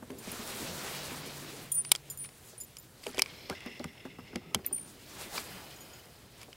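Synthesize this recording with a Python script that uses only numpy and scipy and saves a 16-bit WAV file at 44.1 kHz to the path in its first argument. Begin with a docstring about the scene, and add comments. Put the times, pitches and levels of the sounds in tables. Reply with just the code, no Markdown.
"""Soft knocks on rod and hull, then rubbing jacket sleeves and clicks: an angler in a kayak on a still lake
frees a bladed lure, winds in and casts again, heard from the chest. Sleeves and lake air are coloured noise,
the hum and the squeal of line are wavering sines; scraping noise rings the reel housing as a whirr.
Contact noise rings the reel body in clicks, handle turns knock hull modes, and
the lure's two thin blades tinkle as decaying plate modes."""
import sys
import numpy as np
from scipy import signal
from scipy.fft import rfft, irfft, next_fast_len
from scipy.io import wavfile
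from scipy.ndimage import uniform_filter1d

SR = 44100
rng = np.random.default_rng(int(sys.argv[2]) if len(sys.argv) > 2 else 0)


def put_to_file(sound):
    """Save the sound as 16-bit audio at rate SR, in the file named by the first command-line argument."""
    columns = np.atleast_2d(sound).T  # one column per channel
    safe = np.clip(columns, -1, 1)
    whole_steps = np.round(safe * 32767)
    wavfile.write(sys.argv[1], SR, whole_steps.astype(np.int16))


def volts_from_decibels(level):
    """Turn decibel levels (scalar or array-like) into linear amplitude factors."""
    exponent = np.asarray(level, float) / 20
    return 10 ** exponent


N = 289365
LOG_60_DB = np.log(1000)


def curve(table):
    """Columns of a table joined by straight lines in time."""
    s, *columns = np.transpose(table)
    return [np.interp(np.arange(N) / SR, s, c) for c in columns]


def level(x, db):
    """Unit rms, then a gain in dB."""
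    return x * volts_from_decibels(db) / np.sqrt(np.mean(x ** 2))


def walk(rate_hz):
    """Random levels held 1 / rate_hz seconds and slewed twice; spread near 2."""
    hold = int(SR / rate_hz)
    steps = np.repeat(rng.standard_normal(N // hold + 1), hold)
    return 2.52 * uniform_filter1d(uniform_filter1d(steps, hold), hold)[:N]


def decay(t, t60_s):
    """Exponential decay by 60 dB in t60_s."""
    return np.exp(-LOG_60_DB * t / t60_s)


def peaks(hz, table):
    """Complex response of a sum of resonances."""
    return sum(volts_from_decibels(db) * 1j * hz * w / (f ** 2 - hz ** 2 + 1j * hz * w) for f, w, db in table)


def hiss(points, flicker_db, rate_hz, grain_db):
    """Coloured grainy noise of unit rms in octave bands, each of which flickers on its own."""
    hz = np.arange(N // 2 + 1) * SR / N + 1
    point_hz, point_db = np.transpose(points)
    colour = volts_from_decibels(np.interp(np.log(hz), np.log(point_hz), point_db))
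    grain = volts_from_decibels(grain_db * np.minimum(rng.exponential(size=N), 6))
    spectrum = rfft(rng.standard_normal(N) * grain) * colour
    octave = np.log2(hz / 20)
    out = np.zeros(N)
    for k in range(11):
        window = np.cos(np.pi / 2 * np.clip(octave - k, -1, 1)) ** 2
        out += irfft(spectrum * window, N) * volts_from_decibels(flicker_db * walk(rate_hz))
    return level(out, 0)


def tone(table, waver_db, rate_hz):
    """A sine that follows a pitch and rms level table with a wavering level, silent outside it."""
    hz, db = curve(table)
    t = np.arange(N) / SR
    on = np.clip(np.minimum(t - table[0][0], table[-1][0] - t) / 0.024, 0, 1)
    gain = np.sqrt(2) * on * volts_from_decibels(db + waver_db * walk(rate_hz))
    return gain * np.sin(2 * np.pi * np.cumsum(hz) / SR)


def swells(s, db, rise_s, fall_s):
    """Gain that climbs to peaks and dies away at steady rates, 20 dB per rise or fall, summed by power."""
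    late = np.arange(N) / SR - np.array(s)[:, None]
    below = 20 * np.maximum(late / np.array(fall_s)[:, None], -late / np.array(rise_s)[:, None])
    return np.sqrt((volts_from_decibels(np.array(db)[:, None] - below) ** 2).sum(axis=0))


def whirr(modes):
    """Uneven scraping rings a housing; the grip shifts which resonances sound and bends them a little."""
    roughness_db = 3.0 * np.minimum(rng.exponential(size=N), 4) + 1.5 * walk(120)
    scrape = rfft(rng.standard_normal(N) * volts_from_decibels(roughness_db))
    hz, out = np.arange(N // 2 + 1) * SR / N, np.zeros(N)
    for f, w, db in modes:
        mode = irfft(scrape * peaks(hz, [(f, w, 0)]) ** 2, N)
        ring = signal.hilbert(mode, next_fast_len(N))[:N]
        bend_hz, grip_db = .008 * min(f, 5000) * walk(5), .8 * walk(18)
        out += volts_from_decibels(db + grip_db) * np.real(ring * np.exp(2j * np.pi * np.cumsum(bend_hz) / SR))
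    return level(out, 0)


def add(out, s, sound, db):
    """Mix a sound in at time s with its peak at db."""
    i = int(s * SR)
    out[i:i + len(sound)] += (sound * volts_from_decibels(db) / np.abs(sound).max())[:N - i]


# Noise colour of lake air. Each row: frequency in Hz, relative level in dB.
AIR_COLOUR = [(24, -43.5), (40, -1), (123, 5), (260, -12), (388, -11), (1530, -25), (5070, -45),
              (6190, -25.5), (15600, -26.5)]


def lake_air():
    """Faint, slowly flickering broadband noise."""
    return volts_from_decibels(-60) * hiss(AIR_COLOUR, flicker_db=.5, rate_hz=8, grain_db=.1)


# Low tone. Each row: time in seconds, pitch in Hz, rms level in dB.
HUM_TRACK = [(.63, 121.9, -59), (.7, 179.6, -46.5), (.75, 153, -48), (.8, 141.1, -57), (1.05, 147, -56),
             (1.6, 143.9, -55), (2.25, 140.9, -60.5), (2.35, 140, -69), (2.6, 138.2, -79)]
# Low thud under its first swell. 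Each row: time in seconds, pitch in Hz, rms level in dB.
THUD_TRACK = [(.65, 80, -62), (.72, 87, -51.5), (.79, 96, -63)]


def hum():
    """A soft low sine that swells once, holds and fades, with a thud below it."""
    return tone(HUM_TRACK, waver_db=.8, rate_hz=10) + tone(THUD_TRACK, waver_db=.8, rate_hz=10)


# Line on a guide. Each row: time in seconds, pitch in Hz, rms level in dB.
SQUEAL_TRACK = [(3.3, 11980, -74), (3.426, 13400, -68), (3.56, 13782, -72)]


def line_squeal():
    """A thin rising sine, the faint squeal of running line on a guide."""
    return tone(SQUEAL_TRACK, waver_db=1.5, rate_hz=60)


# The angler's movement. Each row: time in seconds, sleeve rub level in dB, hull rumble level in dB.
MOVEMENT = [(0, -63.5, -53), (.22, -54.5, -50), (.245, -48, -62), (.5, -42, -51), (.64, -43, -47.5),
            (1.03, -42.5, -52.5), (1.2, -47, -48.5), (1.62, -48.5, -54.5), (1.73, -58.5, -59.5),
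            (2.1, -59.5, -63.5), (2.97, -63, -65), (3.25, -57.5, -53.5), (4.02, -68, -61.5),
            (4.5, -68, -54), (5.1, -55.5, -60), (5.3, -60, -54.5), (5.5, -51, -55.5), (6.25, -62.5, -62)]


def movement():
    """Gains of sleeve rub and hull rumble as the body moves."""
    return [volts_from_decibels(db) for db in curve(MOVEMENT)]


# Noise colour of the hull. Each row: frequency in Hz, relative level in dB.
RUMBLE_COLOUR = [(30, -50), (70, -7), (200, 0.5), (400, -1.5), (700, -15), (1400, -40)]


def hull_rumble():
    """Shifting weight rumbles through the hull as low noise."""
    _, hull_gain = movement()
    return hull_gain * hiss(RUMBLE_COLOUR, flicker_db=2.0, rate_hz=31, grain_db=1.0)


# Pushes on the reel. Each row: peak time in seconds, whirr level in dB, rise and fall in seconds per 20 dB.
REEL_PUSHES = [(1.22, -55.5, 0.09, 0.52), (3.3, -51, 0.098, 2), (3.62, -51.5, 0.31, 0.39),
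               (4.01, -64, 0.072, 0.35), (4.278, -57.5, 0.1, 0.47), (5.56, -52.5, 0.42, 0.55),
               (5.9, -58, 0.36, 0.88)]


def reel_drive():
    """Whirr gain: each push swells the reel, which then runs down."""
    return swells(*np.transpose(REEL_PUSHES))


# Dull rub of sleeves and line. Each row: frequency in Hz, relative level in dB.
RUB_COLOUR = [(200, -0.5), (500, 5.5), (1200, 2), (2500, 1), (4500, -1), (7000, -12), (12000, -37)]
# Fine hiss of sleeves. Each row: frequency in Hz, relative level in dB.
FINE_COLOUR = [(2000, -11.5), (4000, -4), (8000, 0.5), (12000, -2.5), (16000, -6)]
# Quick arm sweeps. Each row: peak time in seconds, rub level in dB, fine hiss level in dB,
# rise and fall in seconds per 20 dB.
ARM_SWEEPS = [(2.5, -66, -53.5, 0.25, 0.093), (3.09, -54.5, -54.5, 0.22, 0.045),
              (4.91, -63.5, -56.5, 0.15, 0.1), (5.22, -44, -46.5, 0.2, 0.12),
              (5.363, -39.5, -40.5, 0.1, 0.13), (6.42, -54.5, -58, 0.12, 0.11)]


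def sleeves_and_line():
    """Sleeves, line and handle rub dully; sleeves also hiss finely."""
    slow, _ = movement()
    s, rub_db, fine_db, rise_s, fall_s = np.transpose(ARM_SWEEPS)
    line = volts_from_decibels(-4.5) * reel_drive()
    rub_gain = np.sqrt(slow ** 2 + line ** 2 + swells(s, rub_db, rise_s, fall_s) ** 2)
    fine_gain = np.hypot(volts_from_decibels(-2.5) * slow, swells(s, fine_db, rise_s, fall_s))
    rub = rub_gain * hiss(RUB_COLOUR, flicker_db=0.83, rate_hz=30, grain_db=1.5)
    return rub + fine_gain * hiss(FINE_COLOUR, flicker_db=1.05, rate_hz=43, grain_db=3.0)


# Drag resonances. Each row: frequency in Hz, width in Hz, relative level in dB.
DRAG_MODES = [(657, 520, -1), (1290, 97, -2)]
# One entry: start in seconds, end in seconds, rms level in dB.
DRAG_TIME = (4.4, 4.545, -59)


def drag():
    """A dull scrape before the spool is freed."""
    t = np.arange(N) / SR
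    start_s, end_s, db = DRAG_TIME
    fade = np.clip(np.minimum(t - start_s, end_s - t) / 0.014, 0, 1)
    return volts_from_decibels(db) * fade * whirr(DRAG_MODES)


# Housing at first. Each row: frequency in Hz, width in Hz, relative level in dB.
GEAR_MODES = [(2250, 380, 7), (3200, 700, 2), (4290, 710, 1.5), (5300, 560, 0)]
# Housing once the handle turns steadily. Each row: frequency in Hz, width in Hz, relative level in dB.
LOADED_MODES = [(2090, 320, 7), (2710, 440, 4), (3460, 410, -0.5), (5270, 480, -1.5)]
# Free-running once the spool is released. Each row: frequency in Hz, width in Hz, relative level in dB.
SPOOL_MODES = [(620, 580, 4), (1335, 110, 5), (2050, 470, -2.5), (3050, 240, 5), (2560, 170, 4),
               (4250, 310, -2), (4960, 420, 3.5), (13400, 600, -4), (15000, 770, -5)]


def reel_whirr():
    """Gear teeth scrape the housing while winding; spool and line run from the spool's release on."""
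    t = np.arange(N) / SR
    loaded_s, release_s = 3.55, 4.6
    winding = [whirr(GEAR_MODES), whirr(LOADED_MODES)]
    return reel_drive() * np.select([t < loaded_s, t < release_s], winding, whirr(SPOOL_MODES))


# Fingers on loose parts. Each row: start in seconds, end in seconds, peak of the loudest ticks in dB.
FUMBLES = [(2.241, 2.266, -42), (3.031, 3.197, -44), (3.507, 3.544, -53), (4.647, 4.674, -41)]


def rattle():
    """Scattered tiny decaying sines, each at a pitch of its own."""
    out, t = np.zeros(N), np.arange(256) / SR
    ticks_per_s = 1600
    for start_s, end_s, db in FUMBLES:
        span_s = end_s - start_s
        for when, pitch, softness in rng.random((int(span_s * ticks_per_s), 3)):
            hz = 1800 * 7 ** pitch ** 1.5
            tick = decay(t, 0.0069) * np.sin(2 * np.pi * hz * t)
            add(out, start_s + when * span_s, tick, db - 14 * softness)
    return out


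# Blows to rod and hull. Each row: time in seconds, peak of the ring in dB, favoured pitch in Hz.
KNOCK_HITS = [(0.024, -37, 228), (0.102, -34.5, 254), (0.273, -33, 198), (0.323, -36, 218),
              (0.391, -36.5, 218), (1.117, -38, 216), (2.53, -47, 490), (3.065, -29.5, 420),
              (3.09, -39, 232), (3.144, -39, 617), (3.18, -28, 383), (3.496, -31, 490), (3.504, -31, 183),
              (3.511, -37, 1480), (3.526, -36, 1480), (3.523, -41.5, 260), (3.66, -31, 295),
              (3.799, -32, 272), (3.845, -31, 175), (4.052, -34, 277), (4.186, -36.5, 266.6),
              (4.331, -40, 271.5), (4.356, -28, 208), (4.55, -27, 174), (4.59, -41.5, 264),
              (4.711, -42, 405), (6.482, -44, 620)]
# Hull modes. Each row: frequency in Hz before a small random shift, t60 in seconds.
HULL_MODES = [(85, 0.16), (130, 0.066), (180, 0.078), (250, 0.11), (320, 0.051), (390, 0.12), (470, 0.091),
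              (600, 0.057), (780, 0.09), (1050, 0.017), (1480, 0.039)]


def knocks():
    """A blunt blow rings hull modes near its pitch, low ones arriving late; loose gear buzzes along."""
    out, t = np.zeros(N), np.arange(SR // 4)[:, None] / SR
    hz, t60_s = np.transpose(HULL_MODES)
    buzz_colour = [(200, -15), (600, 3.5), (1500, -5), (3000, -29.5)]  # Hz, dB
    buzz = hiss(buzz_colour, flicker_db=2.0, rate_hz=140, grain_db=1.5)
    chances = rng.standard_normal((len(KNOCK_HITS), 2, len(HULL_MODES)))
    rise = (1 - np.exp(-t * hz / 0.54)) ** 2
    for (s, db, pitch_hz), (level_chance, pitch_chance) in zip(KNOCK_HITS, chances):
        weight = volts_from_decibels(-11 * np.abs(np.log2(hz / pitch_hz)) + 2.0 * level_chance)
        ring = np.sin(2 * np.pi * hz * (1 + 0.043 * pitch_chance) * t + 3 * pitch_chance)
        add(out, s, (weight * rise * decay(t, t60_s) * ring).sum(axis=1), db)
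        shake = buzz[int(s * SR):][:len(t)]
        add(out, s, shake * decay(t[:len(shake), 0], 0.06), db - 4)
    return out


# Reel and tackle. Each row: time in seconds, body peak in dB, strongest pitch in Hz, edge re body peak in dB.
CLICK_HITS = [(0.1039, -40.5, 2140, -24), (0.9486, -33, 2600, -2), (1.849, -31.5, 2520, -6),
              (1.8926, -45, 5380, 2), (1.917, -7, 3500, 0.5), (1.919, -18.5, 2610, 12),
              (1.951, -21.5, 3220, -9), (1.9595, -26.5, 4360, -4.5), (2.2476, -39, 1840, -25),
              (2.29, -40.5, 2620, -12), (2.7684, -33, 6030, -4.5), (3.0382, -35.5, 4500, -10),
              (3.067, -24.5, 2560, -12), (3.1458, -33.5, 4970, -9), (3.172, -33, 2370, -6),
              (3.181, -23, 3400, -17), (3.189, -24.5, 2430, -5), (3.1938, -14.5, 2440, -8),
              (3.2199, -7, 4960, -5.5), (3.238, -35, 2300, -30), (3.26, -30, 2290, -25),
              (3.4984, -25, 1980, -8.5), (3.6056, -35.5, 2570, -16), (3.6618, -38, 5060, -12),
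              (3.795, -36.5, 4080, -20), (3.8421, -28.5, 1990, -6), (4.358, -24, 1750, -11.5),
              (4.5463, -13.5, 3300, -3.5), (4.646, -44, 2400, -21), (4.646, -50, 5400, -20),
              (4.783, -43, 2300, -20), (5.3797, -20.5, 1942, -36), (5.378, -26.5, 4800, -30),
              (6.057, -56, 5000, 12), (6.415, -41, 5000, -3), (6.4309, -38, 2440, -2),
              (6.529, -36, 2530, -37)]
# Body resonances. Each row: frequency in Hz, width in Hz, level in dB, before the response is squared.
BODY_MODES = [(955, 970, 0.5), (2300, 170, 3), (3030, 340, 0), (4640, 1300, -1)]
# Edge resonances. Each row: frequency in Hz, width in Hz, level in dB, before the power of 1.3.
EDGE_MODES = [(7680, 190, 13.5), (9000, 820, 9), (10270, 1500, 7), (14900, 1500, -23.5)]


def clicks():
    """A few ms of hard contact noise rings the reel body, which leaves a weak tail; a treble edge is brief."""
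    out, t = np.zeros(N), np.arange(2048) / SR
    hz = np.arange(1025) * SR / 2048
    contact = (1 - np.exp(-t / .0004)) * decay(t, .009)
    body_envelope = contact + volts_from_decibels(-15) * decay(t, 0.032)
    edge_envelope = contact + volts_from_decibels(-24.0) * decay(t, 0.01)
    body_response = np.abs(peaks(hz, BODY_MODES)) ** 2
    edge_response = np.abs(peaks(hz, EDGE_MODES)) ** 1.3
    noises = rng.standard_normal((len(CLICK_HITS), 2048))
    for (s, db, pitch_hz, edge_db), noise in zip(CLICK_HITS, noises):
        tilt = volts_from_decibels(-3.0 * np.abs(np.log2((hz + 1) / pitch_hz)))
        colour = tilt * body_response + np.abs(peaks(hz, [(pitch_hz, 600, 2.5)])) ** 2
        add(out, s, body_envelope * irfft(rfft(noise) * colour), db)
        add(out, s, edge_envelope * irfft(rfft(noise) * edge_response), db + edge_db)
    return out


def tinkle(t, hz, db, t60_s, phase):
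    """Decaying plate modes after a short contact."""
    ring = volts_from_decibels(db) * decay(t, t60_s) * np.sin(2 * np.pi * (hz * t + phase))
    return ((1 - np.exp(-t / 0.000074)) * ring).sum(axis=1)


# Small blade. Each row: time in seconds, base level in dB (raised by the stronger mode boost),
# main pitch in Hz, low mode boost in dB, middle mode boost in dB.
SMALL_STRIKES = [(0.1857, -51, 14400, 10, -2), (0.317, -37, 13700, 0, 8), (1.717, -32, 14400, 1, 3),
                 (1.743, -34, 14000, -8, -7), (2.1, -43.5, 14230, 16, 3), (2.174, -43, 14200, 5, 0),
                 (2.2293, -39, 14700, -12, 1), (2.58, -51, 14500, -4, -4), (2.602, -42, 14100, 11.5, 10.5),
                 (2.6106, -43.5, 14200, 17.5, 11), (2.634, -36.5, 14100, 2.5, 0.5),
                 (2.785, -50.5, 14100, 12.5, 5), (2.7985, -39, 14500, -14, 0),
                 (2.822, -48, 14300, -19, -15), (1.38, -44, 14400, -15, -10), (.83, -47, 14250, -15, -15),
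                 (4.654, -42.5, 14100, -20.5, -2), (4.663, -22.5, 14200, -16, -2)]
# Plate modes. Each row: multiple of main pitch, level before boost in dB, t60 in seconds.
SMALL_MODES = [(0.353, -11.5, 0.048), (0.502, 0.5, 0.054), (.712, 7.5, 0.016), (0.776, 5.5, 0.03),
               (1.001, 11, 0.053), (1.08, -2, 0.031)]


def small_blade():
    """Short tinkles that chatter against the wire, damped by the fingers and the skirt."""
    out, t = np.zeros(N), np.arange(SR // 6)[:, None] / SR
    multiple, mode_db, t60_s = np.transpose(SMALL_MODES)
    phases = rng.random((len(SMALL_STRIKES), len(SMALL_MODES)))
    for (s, db, hz, low_db, middle_db), phase in zip(SMALL_STRIKES, phases):
        struck_db = mode_db + np.select([multiple < .6, multiple < .9], [low_db, middle_db], 0)
        add(out, s, tinkle(t, hz * multiple, struck_db, t60_s, phase), db + max(low_db, middle_db, 0))
    return out * volts_from_decibels(2.0 * walk(300))


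# Rings and later swells of the large blade; wet, it rings lower. Each row: onset time in seconds, peak in dB,
# main pitch in Hz, side mode boost in dB (doubled below the main pitch), beat or swell period in seconds,
# phase at onset in periods.
BIG_RINGS = [(.1855, -48, 9500, 0, 0.17, .02), (1.719, -19, 9370, 0, 0.036, 0.018),
             (2.1, -32, 9320, 6.5, 0.18, .02), (2.174, -42, 9500, 0, 0.069, 0.017),
             (2.188, -36, 9400, -9, 0.13, 0.58), (2.23, -51, 9395, -1, 0.089, .02),
             (2.579, -40.5, 9400, -23, 0.05, 0.016), (4.727, -23, 9320, -8, 0.0165, 0.69),
             (5.807, -40, 9000, 10.5, 0.13, .02), (1.755, -25.5, 9380, -23, 0.077, 0.45),
             (5.934, -45, 9000, 17, 0.055, .02), (5.761, -48, 9050, 19, 0.044, .02)]
# Plate modes. Each row: multiple of main pitch, level before boost in dB, t60 in seconds.
BIG_MODES = [(0.354, -14, 0.056), (.638, -26.5, .4), (.755, -7.5, .17), (1, 7.5, .3), (1.316, -1.5, .25),
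             (1.531, -20, 0.17), (1.674, -12, 0.14)]


def big_blade():
    """Plate modes ring long, their level beating and swelling."""
    out, t = np.zeros(N), np.arange(SR // 3)[:, None] / SR
    multiple, mode_db, t60_s = np.transpose(BIG_MODES)
    phases = rng.random((len(BIG_RINGS), len(BIG_MODES)))
    for (s, db, hz, side_db, period_s, onset), phase in zip(BIG_RINGS, phases):
        ring_db = mode_db + np.select([multiple > 1, multiple < 1], [side_db, 2 * side_db], 0)
        beat = 1 - .75 * np.sin(np.pi * (t[:, 0] / period_s + onset)) ** 2
        add(out, s, tinkle(t, hz * multiple, ring_db, t60_s, phase) * beat, db)
    return out


def scene():
    """All sources lie in the middle."""
    background = lake_air() + hum() + line_squeal()
    angler = hull_rumble() + sleeves_and_line()
    reel = drag() + reel_whirr() + clicks()
    mono = background + angler + reel + rattle() + knocks() + small_blade() + big_blade()
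    return np.array([mono, mono])


def band_limit(x):
    """A steep low-pass at the top of the band."""
    return signal.sosfilt(signal.butter(12, 16790, fs=SR, output="sos"), x)


def record(dry):
    """Cuts the top; adds a faint smeared copy and a trace of low noise, of opposite sign in the two channels."""
    top_hz = 15750
    dry = signal.sosfilt(signal.ellip(6, .3, 24, top_hz, fs=SR, output="sos"), dry)
    smear = irfft(volts_from_decibels(np.linspace(0, 6.0, 257)) * np.exp(2j * np.pi * rng.random(257)))
    copy = volts_from_decibels(-33.5) * signal.fftconvolve(dry[0], smear, mode="same")
    side_noise_colour = [(25, 2), (120, -14), (400, -30.5)]  # Hz, dB
    side_noise = volts_from_decibels(-89) * hiss(side_noise_colour, flicker_db=1.5, rate_hz=8, grain_db=.1)
    mix = dry + (copy + side_noise) * np.array([[1], [-1]])
    return band_limit(mix)


dry = scene()
out = record(dry)
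put_to_file(out)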